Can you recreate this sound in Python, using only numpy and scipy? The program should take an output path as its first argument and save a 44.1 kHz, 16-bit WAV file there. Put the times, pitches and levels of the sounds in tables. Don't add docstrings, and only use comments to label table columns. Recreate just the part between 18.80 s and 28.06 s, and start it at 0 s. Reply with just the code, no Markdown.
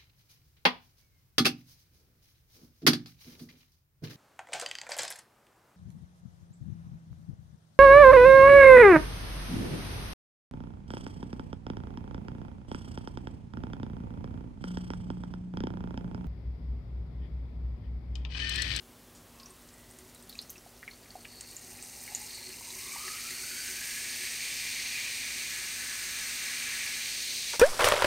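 import sys
import numpy as np
from scipy import signal
from scipy.fft import rfft, irfft, next_fast_len
from scipy.io import wavfile
from scipy.ndimage import uniform_filter1d, map_coordinates

SR = 44100
rng = np.random.default_rng(int(sys.argv[2]) if len(sys.argv) > 2 else 0)


def file_out(sig):
    cols = np.atleast_2d(sig).T
    lim = np.clip(cols, -1, 1)
    pcm = np.round(lim * 32767).astype(np.int16)
    wavfile.write(sys.argv[1], SR, pcm)


N = 408366


# (frequency [Hz], level per Hz [dB])
KITCHEN_COLOUR = [(12, -46), (20, -21), (44, -6.5), (167, -8), (214, -10), (246, -5), (344, -12.5),
                  (418, -11), (1140, -17), (1280, -17.5), (2630, -23), (3030, -20.5), (4480, -23),
                  (8500, -23.5), (15700, -25)]
# (pitch [Hz], average level [dB])
HUM_TONES = [(52, -67.5), (102, -69), (242, -66), (9400, -81)]
# (delay [s], level [dB])
WALL_ECHOES = [(0.00252, -17.5), (0.00481, -17), (0.00526, -26), (0.00534, -18), (0.00543, -19),
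               (0.00589, -21.5), (0.00641, -22), (0.00716, -21.5)]
# (middle [s], half length [s], pitch [Hz], level [dB])
HOLLOW_NOTES = [(.62, .17, 1085, -67), (0.658, .14, 2610, -70), (1.0, 0.31, 1960, -70)]
# (frequency [Hz], level per Hz [dB])
CRACKLE_COLOUR = [(900, -40), (2000, -6), (3300, -8), (4600, 2), (8700, 0), (15000, -6)]
# (time [s], level [dB], centre [Hz], T60 [s])
ICE_SNAPS = [(0.349, -56, 7000, 0.26), (0.599, -48, 4500, .04), (.888, -49, 6500, .027),
             (1.187, -43, 7800, .026), (1.347, -44, 9000, .023), (1.425, -48, 8500, 0.033),
             (1.493, -43.5, 13000, .04), (1.526, -48, 4500, .03), (1.553, -47, 6000, .025),
             (1.615, -47, 10000, .04), (1.701, -39, 12400, 0.056), (2.029, -47, 1720, 0.052),
             (2.452, -38, 2400, .018), (2.609, -31, 6870, 0.016), (3.23, -47, 14500, .06),
             (4.28, -36, 2000, 0.028)]
# (time [s], level [dB], pitch [Hz])
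BUBBLE_POPS = [(.632, -44, 5010), (.659, -39.5, 5720), (.706, -45, 8500), (.94, -46.5, 7700),
               (1.111, -44, 8500), (1.495, -35.5, 4370), (1.527, -43, 3920), (1.553, -42, 2530),
               (1.581, -44, 6600), (1.59, -27.5, 4230), (1.624, -40, 5300), (1.696, -37.5, 6370),
               (1.757, -41.5, 2590), (1.78, -42, 5700), (1.862, -43.5, 707), (2.029, -40, 1870),
               (2.078, -28.5, 2150), (2.111, -42, 4300), (2.134, -44, 4440), (2.258, -46.5, 2140),
               (2.305, -41, 4440), (2.354, -32.5, 722), (2.448, -38, 2850), (2.766, -31.5, 7000),
               (3.026, -31.5, 8100), (3.278, -36, 2170), (3.319, -42, 806), (3.349, -21, 6860),
               (3.507, -34, 4140), (3.81, -42, 950), (3.903, -34, 3940), (4.12, -35, 2270),
               (4.16, -36, 900), (4.2, -41, 1180)]
# (pitch [Hz], level [dB], T60 [s])
IMPACT_TONES = [(556, -14, 0.033), (960, -7, 0.023), (2740, -5, 0.014), (3450, -5, 0.013),
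                (5680, -1, 0.026), (7000, -7, 0.023), (8460, -8, .03)]
# (pitch [Hz], T60 [s], level [dB])
BASIN_TONES = [(940, 0.089, -23.5), (1430, 0.052, -29), (1770, 0.1, -24), (2430, 0.061, -20.5)]
# (frequency [Hz], level per Hz [dB])
WATER_COLOUR = [(88, -54), (150, -35), (312, -17), (384, -8), (419, -10.5), (579, -3.5), (732, -12),
                (898, -6.5), (1550, -7.5), (1760, -10), (2860, -13.5), (5000, -22), (6500, -55),
                (11000, -120)]
# (frequency [Hz], level per Hz [dB])
SPRAY_COLOUR = [(1650, -6), (2800, -7.5), (4710, 0.5), (5640, 2.5), (6900, -1), (8880, 3), (15700, -8.5)]
# (time [s], body level [dB], spray level [dB], T60 [s])
SLOSH_WAVES = [(8.731, -33, -57, 0.094), (8.794, -24, -28, 0.2), (8.83, -41, -38.5, 9),
               (8.992, -24, -35.5, 1.77), (9.042, -21, -23, 0.2)]
# (time [s], level [dB], bubble pitch [Hz], spray against the slap before a 4 dB cut [dB])
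LIQUID_SLAPS = [(8.993, -15.5, 1400, -12), (9.007, -14, 890, -18), (9.043, -7.5, 2830, -6.5),
                (9.056, -23, 1040, -7), (9.069, -16, 520, -18), (9.075, -13, 1190, -19),
                (9.086, -14.5, 900, 0.5), (9.121, -8.5, 575, -17), (9.138, -15, 580, -13),
                (9.222, -11.5, 990, -13), (9.244, -8.5, 1600, -16), (9.247, -14, 574, -20)]
# (frequency before the climb [Hz], width [Hz], level [dB])
AIR_MODES = [(1795, 220, -2.5), (2310, 210, -5.5), (2670, 160, -3), (3780, 160, -0.5), (4240, 250, 3),
             (4900, 460, 1), (5930, 580, 0), (6520, 370, -3), (7700, 1300, -3), (8730, 430, 2.5),
             (10400, 1200, -9), (12970, 1400, -5.5), (14900, 1500, -12)]
# (frequency [Hz], level per Hz [dB])
FOAM_COLOUR = [(500, -20.5), (950, -12.5), (1350, -11), (1700, -1.5), (2290, 9.5), (3250, -2), (4350, 3.5),
               (5350, -2.5), (6250, 2), (7450, -5), (8750, 1.5), (9700, -9.5), (11800, -12), (13100, -8.5),
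               (15700, -15)]
# (time [s], level [dB])
GAS_LEVEL = [(.3, -80), (.65, -68), (1.55, -65.5), (2.15, -65.5), (2.65, -55.5), (3.35, -47.5),
             (3.8, -49.3), (4.15, -43.5), (5.3, -41), (6.3, -42), (7.5, -40.5), (8.7, -41)]
# (time [s], pitch [Hz])
COLUMN_PITCH = [(2.3, 700), (3.3, 821), (3.9, 983), (4.2, 1189), (5.0, 1672), (5.8, 1900), (7.5, 1738),
                (8.7, 1883)]
# (middle [s], half length [s], medium bubbles [dB], coarse bubbles [dB], air column [dB])
FIZZ_DRIFTS = [(3.05, .3, -2, -1, 2), (4.3, .2, 1, 1.5, 3), (4.9, .3, -2.5, .5, 4),
               (6.056, 0.36, 2, 1.3, -10.5), (7.15, .5, -2, -4.5, 7.5), (7.95, .25, -1, 1.5, 0),
               (8.554, .33, 3.7, -5.3, -3)]
# (middle [s], half length [s], pitch at the middle [Hz], level [dB])
STREAM_SURGES = [(2.62, .18, 4450, -56.5), (3.61, .16, 4300, -49.5), (4.65, .35, 4520, -49.5),
                 (6.3, .6, 2330, -48)]

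TOP_HZ = 15780
DRONE_S, DRONE_HALF_S, DRONE_DB, DRONE_SWELL_DB = 4.2, 0.81, -69, 7

CRACKLE_FROM_S, CRACKLE_PEAK_S, CRACKLE_TO_S = .45, 1.3, 3.6
CRACKLE_DB, CRACKLE_SPREAD_DB, CRACKLE_T60_S = -54, 2.5, .025
POP_T60_S, POP_REF_HZ, POP_DAMPING = 0.019, 4000, .4
TRICKLE_DB, TRICKLE_GROWS = -43, 0.53

PLOP_S, PLOP_HZ, PLOP_DB = 8.8147, 432, -9.3
PLOP_OCTAVES_PER_S = 12.2
PLOP_ATTACK_S, PLOP_HOLD_S, PLOP_T60_S = 0.0015, 0.023, 0.093
TICK_S = 8.7962
WAVE_ATTACK_S = 0.0065

FIZZ_END_S, FIZZ_FADE_DB_PER_S = 8.76, 250
FOAM_HALF_S, FOAM_SPREAD_S = 4.92, 0.56
MEDIUM_BARE_DB, MEDIUM_FOAM_DB = -8.5, -2
COARSE_BARE_DB, COARSE_FOAM_DB = -9, -.5
COLUMN_DB, COLUMN_UNDER_FOAM_DB = -8, -1
SPUTTER_DB = .7
SING_WANDER_HZ, SING_FLICKER_DB = 70, 2.4
SING_FOLLOWS = .4


def amp(db):
    return 10 ** (np.asarray(db) / 20)


def unit(x):
    return x / np.sqrt(np.mean(x ** 2) + 1e-20)


def curves(rows):
    s, *cols = np.transpose(rows)
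    return [np.interp(np.arange(N) / SR, s, c) for c in cols]


def wobble(rate):
    knots = rng.standard_normal(int(N * rate / SR) + 4)
    coarse = np.arange(0, N + 64, 64)
    return np.interp(np.arange(N), coarse, map_coordinates(knots, [coarse * rate / SR]))


def swell(middle_s, half_s):
    return np.exp(-((np.arange(N) / SR - middle_s) / half_s) ** 2)


def filtered(x, response):
    m = next_fast_len(len(x) + 8192, True)
    return irfft(rfft(x, m) * response(np.fft.rfftfreq(m, 1 / SR)), m)[:len(x)]


def colour(points):
    f, db = np.transpose(points)
    return lambda hz: amp(np.interp(np.log(hz + 1), np.log(f), db))


def levelled(x):
    power = np.abs(uniform_filter1d(x ** 2, SR // 5))
    return x / np.sqrt(power + np.mean(power) / 10 ** 3)


def add(track, s, sound):
    part = track[round(s * SR):][:len(sound)]
    part += sound[:len(part)]


def ring(t, hz, t60, rise=0):
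    return np.sin(2 * np.pi * hz * t * (1 + rise * t / t60 / 2)) * np.exp(-np.log(1000) * t / t60)


def bubbles(times, low_hz, high_hz, cycles, spread_db, size):
    u = rng.random((len(times), 3))
    hz = np.minimum(low_hz * (high_hz / low_hz) ** u[:, :1], SR / 2)
    life = cycles * (.5 + u[:, 1:2]) / hz
    strength = amp(-spread_db * np.log(u[:, 2:] + np.exp(-4)))
    grains = strength * ring(np.arange(size) / SR, hz, life, rise=0.21)
    at = (times * SR).astype(int)[:, None] + np.arange(size)
    return np.bincount(at.ravel(), grains.ravel(), N)[:N]


def hollow(hz, width_hz):
    band = unit(filtered(rng.standard_normal(N), lambda f: 1 / (1 + (f / width_hz) ** 2)))
    return band * np.sqrt(2) * np.sin(2 * np.pi * np.cumsum(hz * np.ones(N)) / SR)


def kitchen():
    air = amp(-56.0) * unit(filtered(rng.standard_normal(N), colour(KITCHEN_COLOUR)))
    hum = 0
    for hz, db in HUM_TONES:
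        level = amp(db + 0.75 * wobble(7.8))
        phase = 2 * np.pi * np.cumsum(hz + 3 * wobble(14)) / SR
        hum = hum + level * np.sqrt(2) * np.sin(phase)
    drone_db = DRONE_DB + DRONE_SWELL_DB * swell(DRONE_S, DRONE_HALF_S)
    return air + hum + amp(drone_db) * hollow(372, width_hz=10.7)


def room(x):
    t = np.arange(SR // 4) / SR
    echo = rng.standard_normal(len(t)) * amp(-60 * t / 0.18) * (t > .008)
    echo *= amp(-11.0) / np.linalg.norm(echo)
    echo[0] = 1
    for delay, db in WALL_ECHOES:
        echo[round(delay * SR)] += amp(db)
    return signal.fftconvolve(x, echo)[:N]


def murmur():
    return sum(amp(db) * swell(s, half_s) * hollow(hz, width_hz=78) for s, half_s, hz, db in HOLLOW_NOTES)


def crackle():
    out, t = np.zeros(N), np.arange(SR // 25) / SR
    times = rng.triangular(CRACKLE_FROM_S, CRACKLE_PEAK_S, CRACKLE_TO_S, size=48)
    for s in times:
        tick_db = CRACKLE_DB + CRACKLE_SPREAD_DB * rng.standard_normal()
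        add(out, s, amp(tick_db - 60 * t / CRACKLE_T60_S) * rng.standard_normal(len(t)))
    return filtered(out, colour(CRACKLE_COLOUR))


def pops():
    out, t = np.zeros(N), np.arange(SR // 6) / SR

    def burst(hz, share):
        noise = rng.standard_normal(len(t))
        return unit(filtered(noise, lambda f: 1 / (1 + ((f - hz) / (share * hz)) ** 2)))

    for s, db, hz in BUBBLE_POPS:
        t60 = POP_T60_S * (POP_REF_HZ / hz) ** POP_DAMPING
        ping = ring(t, hz, t60, rise=0.04) * (1 - np.exp(-t * hz / 0.72))
        crack = burst(hz, share=1.0) * amp(-24 - 60 * t / 0.013)
        rattle = burst(hz, share=0.13) * amp(-12 - 60 * t / 0.067)
        add(out, s, amp(db) * (ping + crack + rattle))
    for s, db, hz, t60 in ICE_SNAPS:
        add(out, s, burst(hz, share=0.31) * amp(db - 60 * t / t60) * (1 - np.exp(-t / 0.00031)))
    return out


def plop():
    out, t = np.zeros(N), np.arange(SR // 5) / SR
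    phase = 2 * np.pi * np.cumsum(PLOP_HZ * 2 ** (PLOP_OCTAVES_PER_S * t)) / SR
    fade_db = -60 * np.maximum(t - PLOP_HOLD_S, 0) / PLOP_T60_S
    overtone_gain = amp(-14.5 + 0.54 * fade_db + 4.1 * wobble(130)[:len(t)])
    overtone = overtone_gain * np.sin(3 * phase + .5 * wobble(180)[:len(t)])
    gurgle = amp(-22) * unit(filtered(rng.standard_normal(len(t)), colour(WATER_COLOUR)))
    envelope = amp(PLOP_DB + fade_db) * np.minimum(t / PLOP_ATTACK_S, 1)
    add(out, PLOP_S, envelope * (np.sin(phase) + overtone + gurgle))
    tick = sum(amp(level) * ring(t, f, t60) for f, level, t60 in IMPACT_TONES)
    crack = rng.standard_normal(len(t)) * amp(-60 * t / 0.01)
    add(out, TICK_S, amp(-16.5) * tick + amp(-18.0) * crack)
    add(out, PLOP_S, sum(amp(level) * ring(t, f, t60) for f, t60, level in BASIN_TONES))
    add(out, PLOP_S, rng.standard_normal(len(t)) * amp(-27 - 60 * t / .008))
    add(out, PLOP_S, amp(-21) * ring(t, 310, 0.029) + amp(-22) * ring(t, 72, 0.065))
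    add(out, 8.835, amp(-31) * signal.windows.tukey(SR // 10, .3))
    return out


def sloshing():
    body = spray = 0
    for s, body_db, spray_db, t60 in SLOSH_WAVES:
        age = np.maximum(np.arange(N) / SR - s, 0)
        wave = (1 - np.exp(-age / WAVE_ATTACK_S)) * amp(-60 * age / t60)
        body = body + (amp(body_db) * wave) ** 2
        spray = spray + (amp(spray_db) * wave) ** 2
    return np.sqrt(body), np.sqrt(spray)


def splash():
    body_gain, spray_gain = sloshing()
    start = SLOSH_WAVES[0][0]
    times = rng.uniform(start, N / SR, size=1100)
    swarm = bubbles(times, low_hz=340, high_hz=4970, cycles=9.7, spread_db=0.0, size=900)
    swarm = levelled(filtered(swarm, lambda hz: np.minimum(hz, 4000) + 200))
    churn = .5 * rng.standard_normal(N) * (np.arange(N) > start * SR)
    body = levelled(filtered(swarm + churn, colour(WATER_COLOUR)))
    drop_times = rng.uniform(start, N / SR, size=2500)
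    droplets = bubbles(drop_times, low_hz=3100, high_hz=15100, cycles=1.3, spread_db=2, size=60)
    out = body_gain * body + spray_gain * levelled(filtered(droplets, colour(SPRAY_COLOUR)))
    t = np.arange(SR // 10) / SR
    for s, db, hz, mist_db in LIQUID_SLAPS:
        smack = unit(filtered(rng.standard_normal(len(t)), colour(WATER_COLOUR)))
        smack = smack * amp(-7.5 - 60 * t / 0.036)
        mist = unit(filtered(rng.standard_normal(len(t)), colour(SPRAY_COLOUR)))
        mist = mist * amp(mist_db - 4.0 - 60 * t / 0.02) * (1 - np.exp(-t / 0.00054))
        push = amp(-29) * ring(t, 102.3, 0.31)
        bubble = amp(-5.5) * ring(t, hz, 22 / hz, rise=0.11)
        add(out, s, amp(db) * (smack + mist + push + bubble))
    return out


def pour():
    foam = .5 + .5 * np.tanh((np.arange(N) / SR - FOAM_HALF_S) / FOAM_SPREAD_S / 2)
    return curves(GAS_LEVEL)[0], curves(COLUMN_PITCH)[0], foam


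def headspace(x, column_hz, foam):
    hz, t, z = signal.stft(x, SR, nperseg=512)
    frames = np.minimum((t * SR).astype(int), N - 1)
    power = 0
    for cross_hz, width, db in AIR_MODES:
        detune = (hz[:, None] - np.hypot(cross_hz, column_hz[frames])) / width
        power = power + amp(db) ** 2 / (1 + detune ** 2) ** 2
    cover = foam[frames]
    gain = np.sqrt((1 - cover) * power + cover * colour(FOAM_COLOUR)(hz)[:, None] ** 2)
    return signal.istft(z * gain, SR, nperseg=512)[1][:N]


def trickle():
    gas_db, column_hz, foam = pour()
    level_db = TRICKLE_DB + TRICKLE_GROWS * (gas_db - gas_db.max())
    times = rng.triangular(.5, 3.2, 5.2, size=300)
    pings = bubbles(times, low_hz=1880, high_hz=10100, cycles=34, spread_db=3.0, size=900)
    t = np.arange(SR // 16) / SR
    rebounds = rng.standard_normal(len(t)) * amp(-60 * t / 0.06)
    rebounds *= amp(-5.0) / np.linalg.norm(rebounds)
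    rebounds[0] = 1
    return amp(level_db) * headspace(signal.fftconvolve(pings, rebounds)[:N], column_hz, foam)


def fizz():
    fine_db, column_hz, foam = pour()
    medium_db = fine_db + (1 - foam) * MEDIUM_BARE_DB + foam * MEDIUM_FOAM_DB
    coarse_db = fine_db + (1 - foam) * COARSE_BARE_DB + foam * COARSE_FOAM_DB
    column_db = COLUMN_DB + foam * COLUMN_UNDER_FOAM_DB
    for s, half_s, medium_change_db, coarse_change_db, column_change_db in FIZZ_DRIFTS:
        drift = swell(s, half_s)
        medium_db = medium_db + medium_change_db * drift
        coarse_db = coarse_db + coarse_change_db * drift
        column_db = column_db + column_change_db * drift
    chance = np.cumsum(amp(.7 * fine_db))
    times = np.interp(rng.random(14000), chance / chance[-1], np.arange(N) / SR)
    swarm = bubbles(times, low_hz=1206, high_hz=14800, cycles=6.6, spread_db=0.5, size=160)
    swarm = levelled(filtered(swarm, lambda hz: np.minimum(hz, 12000) + 500))
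    hiss = (1.04 + 1.3 * foam) * rng.standard_normal(N)
    voice = headspace(swarm + hiss, column_hz, foam)

    def above(f, edge_hz):
        return 1 - 1 / (1 + (f / edge_hz) ** 10)

    coarse = levelled(filtered(voice, lambda f: 1 - above(f, 3170)))
    medium = levelled(filtered(voice, lambda f: above(f, 3070) - above(f, 5610)))
    fine = levelled(filtered(voice, lambda f: above(f, 5460)))
    uneven_db = 0.2 + SPUTTER_DB * (1 - foam)
    sound = 0
    for db, band in [(coarse_db, coarse), (medium_db, medium), (fine_db, fine)]:
        sound = sound + amp(db + uneven_db * wobble(14)) * band

    narrow = np.sqrt(1 - foam ** 4) * hollow(column_hz, width_hz=85)
    broad = foam ** 2 * hollow(column_hz, width_hz=370)
    column = (narrow + broad) * amp(coarse_db + column_db + (1 - foam) * 1.6 * wobble(14))

    sing = 0
    for s, half_s, hz, db in STREAM_SURGES:
        climb = SING_FOLLOWS * (column_hz - column_hz[round(s * SR)])
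        pitch = hz + climb + SING_WANDER_HZ * wobble(15)
        sing = sing + amp(db) * swell(s, half_s) * hollow(pitch, width_hz=180)
    sing = sing * amp(SING_FLICKER_DB * wobble(30))
    fade_db = -FIZZ_FADE_DB_PER_S * np.maximum(np.arange(N) / SR - FIZZ_END_S, 0)
    return (sound + sing + column) * amp(fade_db)


def scene():
    in_room = room(murmur() + crackle() + pops() + trickle() + fizz())
    mono = kitchen() + plop() + splash() + in_room
    return np.array([mono, mono])


def record(dry):
    return np.array([filtered(channel, lambda hz: hz < TOP_HZ) for channel in dry])


dry = scene()
out = record(dry)
file_out(out)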